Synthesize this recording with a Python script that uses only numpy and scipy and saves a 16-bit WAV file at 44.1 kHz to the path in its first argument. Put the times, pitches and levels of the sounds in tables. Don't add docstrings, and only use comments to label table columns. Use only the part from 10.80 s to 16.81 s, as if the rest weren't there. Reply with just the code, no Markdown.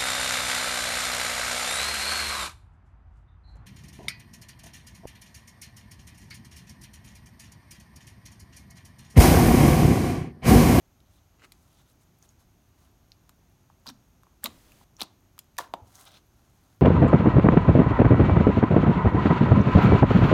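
import sys
import numpy as np
from scipy import signal
from scipy.fft import rfft, irfft, next_fast_len
from scipy.io import wavfile
from scipy.ndimage import map_coordinates

SR = 44100
rng = np.random.default_rng(int(sys.argv[2]) if len(sys.argv) > 2 else 0)


def store_wav(level_fs):
    pcm = np.round(np.clip(np.atleast_2d(level_fs), -1, 1) * 32767)
    wavfile.write(sys.argv[1], SR, pcm.T.astype(np.int16))


N = 265041


def amp(db):
    return 10 ** (np.asarray(db) / 20)


def unit(x):
    return x / np.sqrt(np.mean(x ** 2) + 1e-20)


def along(points, hz):
    point_hz, values = np.transpose(points)
    return np.interp(np.log(hz + 1), np.log(point_hz + 1), values)


def fade(t, t60):
    return np.exp(-np.log(1000) * t / t60)


def add(track, start, sound):
    i = round(start * SR)
    track[i:i + len(sound)] += sound[:len(track) - i]


def coloured(x, points):
    size = 2 * next_fast_len(len(x))
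    gain = amp(along(points, np.fft.rfftfreq(size, 1 / SR)))
    cepstrum = irfft(np.log(gain), size)
    cepstrum[1:size // 2] *= 2
    cepstrum[size // 2 + 1:] = 0
    return irfft(rfft(x, size) * np.exp(rfft(cepstrum)), size)[:len(x)]


def noise(points):
    return unit(coloured(rng.standard_normal(N), points))


def grains(points, per_second, spread_db):
    impulses = rng.random(N) < per_second / SR
    sizes = amp(spread_db * np.clip(rng.standard_normal(N), -2, 2))
    signs = np.sign(rng.standard_normal(N))
    return unit(coloured(impulses * sizes * signs, points))


def flutter(t, per_second):
    return map_coordinates(rng.standard_normal(2 ** 11), [t * per_second], mode='wrap')


def stroke(start, length, attack_t60, release_t60, build_db):
    t = np.arange(N) / SR - start
    edges = fade(np.maximum(-t, 0), attack_t60) * fade(np.maximum(t - length, 0), release_t60)
    return edges * amp(build_db * (np.clip(t / length, 0, 1) - 1))


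def in_room(x):
    # frequency in Hz, reverberation time (t60) in seconds.
    room_decay = [(100, 0.59), (260, 0.47), (1000, 0.39), (4000, 0.29), (13000, 0.19)]
    # frequency in Hz, gain of scatter and reverberation in dB.
    room_colour = [(60, -7), (240, 12.5), (420, 1.5), (1000, 1), (2000, -2.5), (4000, -5.5), (7000, 0),
                   (15000, -15)]
    hz, frame_s, spectra = signal.stft(rng.standard_normal(SR // 3), SR, nperseg=256)
    decay = fade(frame_s, along(room_decay, hz)[:, None])
    tail = signal.istft(spectra * decay, SR, nperseg=256)[1]
    t = np.arange(len(tail)) / SR
    tail *= 1 - np.exp(-t / 0.0048)
    scatter = rng.standard_normal(len(t)) * fade(t, t60=0.058) * (1 - np.exp(-t / 0.00091))
    diffuse = amp(-17) * tail / np.linalg.norm(tail) + amp(-7.5) * scatter / np.linalg.norm(scatter)
    response = coloured(diffuse, room_colour)
    response[0] += 1
    response[round(0.001024 * SR)] += amp(-26)
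    return signal.fftconvolve(x, response)


def background():
    # frequency in Hz, relative spectral density in dB.
    air_colour = [(12, -39.5), (20, -20.5), (43, -2), (107, -1.5), (151, -7), (181, -7), (202, -10.5),
                  (246, -10.5), (367, -15.5), (472, -23), (665, -19), (797, -20.5), (1500, -28.5),
                  (1950, -58), (3300, -120)]
    hiss_colour = [(600, -1.5), (1500, 2), (3000, -0.5), (5200, -3), (6600, 3.5), (7500, -7.5), (9500, -5),
                   (10600, -13.5), (11500, 1.5), (12600, -6.5), (15600, -7.5), (16300, -22.5)]
    linger_colour = [(200, 15), (1000, 3), (3500, 0), (7000, -2), (15500, -5), (16300, -30)]
    linger = amp(-61.5) * stroke(start=3.65, length=0.389, attack_t60=.03, release_t60=.025, build_db=-0.5)
    return amp(-62.5) * noise(air_colour) + amp(-72) * noise(hiss_colour) + linger * noise(linger_colour)


def foam():
    # frequency in Hz, relative spectral density in dB.
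    tick_colour = [(3000, -23), (8000, -7), (13000, 0), (16000, -1)]
    return amp(-87.5) * grains(tick_colour, per_second=9, spread_db=4.5)


def resonance(t, hz, t60, onset_cycles, glide, rough):
    pitch = hz * (1 + glide * (.5 - fade(t, t60)) + rough * flutter(t, hz * 0.73))
    onset = 1 - np.exp(-t * hz / onset_cycles)
    ring = np.sin(2 * np.pi * np.cumsum(pitch) / SR) * fade(t, t60) * onset
    radiation = signal.butter(2, 0.41 * hz, 'high', fs=SR)
    return signal.lfilter(*radiation, ring)


def snap(t, low_hz):
    # frequency in Hz, relative gain in dB.
    film_colour = [(100, -0.5), (600, 10), (2000, 2), (3500, 8), (5500, 0), (9000, -1.5), (11000, -2),
                   (14000, -1), (16500, -21)]
    envelope = fade(t, t60=0.0061) + amp(-2) * fade(t, t60=0.016)
    shreds = rng.standard_normal(len(t)) * envelope
    burst = 1.43 * shreds / np.linalg.norm(shreds)
    burst[0] = 0.51
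    radiation = signal.butter(1, low_hz, 'high', fs=SR)
    burst = signal.lfilter(*radiation, coloured(burst, film_colour))
    return burst / np.linalg.norm(burst)


def pops():
    # start in seconds, relative ring level in dB, cavity frequency in Hz,
    # ring t60 in seconds, relative snap level in dB.
    bursts = [ (.204, -44.5, 3640, 0.0013, -53), (.619, -47.5, 1390, 0.011, -52),
              (.7203, -50, 2160, .01, -33.5), (.722, -46, 5800, .004, -36),
              (1.4262, -44, 6400, 0.0057, -51), (1.491, -47, 6300, 0.0065, -53),
              (2.319, -31.5, 4100, 0.0025, -48), (2.4933, -39, 1240, 0.0044, -37),
              (2.9006, -41.5, 1040, 0.0074, -62), (3.060, -37.5, 1040, 0.0087, -46),
              (3.0681, -33, 4620, 0.0063, -37), (3.0754, -27.5, 4730, 0.0054, -44),
              (3.0826, -37, 4040, 0.027, -41), (3.0893, -30.5, 5500, 0.0072, -37),
              (3.0927, -31.5, 970, .0057, -37), (3.101, -42, 3770, .015, -37),
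              (3.4338, -44.5, 1120, 0.0095, -47.5), (3.468, -46, 1060, .0087, -64),
              (3.636, -38.5, 1760, .014, -52), (3.6413, -14.5, 9040, .0021, -21),
              (3.6416, -14.5, 14200, .003, -58), (3.645, -30.5, 3940, 0.0099, -24),
              (3.658, -15, 2960, 0.0025, -16.5), (3.6587, -25, 2040, 0.0049, -40),
              (3.6609, -27, 1190, .015, -33), (3.6607, -21, 3770, 0.012, -34), (3.669, -38, 687, .025, -34),
              (3.9197, -46.5, 2920, .0094, -42), (4.013, -46, 1080, 0.01, -60),
              (4.1669, -44, 5700, 0.0071, -55), (4.197, -37.5, 2670, .0076, -48),
              (4.2072, -21, 4040, 0.006, -32), (4.2158, -17.5, 3880, 0.003, -17.5),
              (4.217, -21, 820, 0.005, -22), (4.2205, -19.5, 4240, 0.0086, -26),
              (4.2314, -36, 4100, .0035, -28), (4.2349, -35, 900, 0.0076, -44),
              (4.580, -38.5, 1050, .0055, -42.5), (4.5907, -51, 6950, .0027, -23),
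              (4.768, -49, 2140, .0069, -43), (4.7816, -24.5, 5970, 0.0045, -23),
              (4.7851, -25.5, 1726, 0.021, -15.5), (4.7866, -23, 1062, .024, -18.5),
              (4.7917, -20, 970, 0.017, -31), (4.8025, -22.5, 705, 0.0072, -36),
              (4.811, -45, 940, 0.011, -40), (4.9382, -20, 2840, 0.0017, -31),
              (4.9384, -11.5, 840, 0.0067, -52), (5.155, -37, 6200, 0.0052, -40),
              (5.211, -42, 9200, .0042, -40), (5.2535, -46, 9900, 0.0055, -42)]
    out, t = np.zeros(N), np.arange(SR // 20) / SR
    for start, ring_db, hz, t60, snap_db in bursts:
        rough = 0.099 * min(1, 0.0089 / t60)
        ring = amp(ring_db + 2) * resonance(t, hz, t60, onset_cycles=0.37, glide=0.036, rough=rough)
        crack = amp(snap_db + 6) * snap(t, low_hz=1.45 * hz)
        add(out, start, in_room(ring + crack))
    return out


def sliding():
    # start in seconds, length in seconds, level in dB.
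    brushes = [(0.592, 0.0035, -59.5), (0.619, 0.029, -54.5)]
    drags = [(0.256, .14, -73), (0.903, .11, -69), (1.056, .05, -72.5), (5.263, 0.0093, -51),
             (5.3, 0.073, -57.5)]
    # frequency in Hz, relative spectral density in dB.
    brush_colour = [(180, -34), (300, -8), (427, -3), (713, -14.5), (1360, -1), (1650, -7), (2790, -5.5),
                    (3480, -17), (3910, -11.5), (6530, -21), (7030, -15), (10000, -32), (13000, -49),
                    (22000, -120)]
    drag_colour = [(400, -8.5), (1000, -6), (1350, -4), (1900, -12.5), (2900, -6), (3400, -0.5), (3900, 1),
                   (4500, -8.5), (6200, -10), (8000, -29)]
    edges = dict(attack_t60=0.033, release_t60=0.064)
    brushing = sum(amp(db) * stroke(start, length, **edges, build_db=4) for start, length, db in brushes)
    dragging = sum(amp(db) * stroke(start, length, **edges, build_db=7) for start, length, db in drags)
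    brush = brushing * grains(brush_colour, per_second=1100, spread_db=3)
    drag = dragging * grains(drag_colour, per_second=1600, spread_db=1)
    return in_room(brush + drag)[:N]


def peeling():
    # start in seconds, length in seconds, release t60 in seconds,
    # squelch level in dB, crackle level in dB.
    peels = [(.31, 0.063, .1, -89, -73.5), (0.634, 0.021, 0.046, -72, -67), (0.748, 0.27, .15, -77.5, -74),
             (1.084, 0.028, .1, -78, -70.5), (1.212, 0.022, .04, -74, -68), (1.421, 0.031, .07, -68, -65.5),
             (1.487, 0.028, 0.11, -76, -74), (1.596, 0.021, .1, -69.5, -70), (1.987, 0.078, .2, -73, -74.5),
             (3.069, 0.026, 0.055, -48.5, -55.5), (3.64, 0.027, 0.056, -44.5, -51),
             (4.201, 0.032, 0.036, -46.5, -53), (4.786, 0.011, 0.18, -42.5, -51),
             (5.071, 0.07, 0.11, -70, -68), (5.155, 0.053, 0.25, -59, -56.5),
             (5.263, 0.12, 0.077, -64, -69.5), (5.58, 0.35, .3, -76.5, -77.5)]
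    # frequency in Hz, relative spectral density in dB.
    squelch_colour = [(150, -13), (400, -3), (750, 2), (1400, 2.5), (2100, -8.5), (2700, -7.5), (3700, -4),
                      (5000, -8.5), (9000, -19)]
    crackle_colour = [(1500, -36), (3500, -2.5), (6300, 3.5), (9000, 3.5), (12000, 2), (16000, -7)]
    wide, thin = np.zeros((2, N))
    for start, length, release_t60, squelch_db, crackle_db in peels:
        pull = stroke(start, length, attack_t60=1.4 * length, release_t60=release_t60, build_db=2)
        wide += amp(squelch_db) * pull
        thin += amp(crackle_db) * pull
    fits = amp(1.8 * flutter(np.arange(N) / SR, per_second=110))
    squelch = wide * grains(squelch_colour, per_second=1700, spread_db=5)
    crackle = thin * grains(crackle_colour, per_second=7000, spread_db=7.5)
    return in_room(fits * (squelch + crackle) + pockets(wide))[:N]


def pockets(squelch_gain):
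    per_second, over_squelch_db, spread_db = 90, 7, 2.5
    centre_hz, spread_octaves, ring_cycles = 3160, 1.07, 22.6
    out, t = np.zeros(N), np.arange(SR // 40) / SR
    for when, loudness, pitch in rng.uniform([0, -1, -1], 1, (int(per_second * N / SR), 3)):
        i = int(when * N)
        hz = centre_hz * 2 ** (spread_octaves * pitch)
        ring = np.sin(2 * np.pi * hz * t) * fade(t, ring_cycles / hz)
        add(out, i / SR, squelch_gain[i] * amp(over_squelch_db + spread_db * loudness) * ring)
    return out


def plops_and_thump():
    # start in seconds, level in dB, frequency in Hz, t60 in seconds. The last is the thump.
    low_rings = [(3.077, -44.5, 253, 0.053), (3.088, -47.5, 138, 0.08), (3.103, -43.5, 237, 0.043),
                 (3.643, -39.5, 220, 0.064), (3.647, -37, 585, 0.052), (3.672, -43, 293, 0.067),
                 (4.217, -39, 295, 0.061), (4.227, -42, 133, 0.06), (4.939, -39.5, 228, 0.021),
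                 (4.945, -46.5, 335, 0.085), (5.020, -40, 79, 0.095)]
    out, t = np.zeros(N), np.arange(SR // 6) / SR
    for start, db, hz, t60 in low_rings:
        ring = amp(db) * resonance(t, hz, t60, onset_cycles=0.17, glide=0.18, rough=0.099)
        add(out, start, in_room(ring))
    return out


def scene():
    return (pops() + plops_and_thump() + peeling() + sliding() + foam() + background())[None]


def record(dry):
    cutoff_hz, transition_hz = 16800, 600
    size = next_fast_len(N + SR // 2)
    hz = np.fft.rfftfreq(size, 1 / SR)
    passband = np.clip((cutoff_hz - hz) / transition_hz + .5, 0, 1)
    return irfft(rfft(dry, size) * passband, size)[..., :N]


dry = scene()
out = record(dry)
store_wav(out)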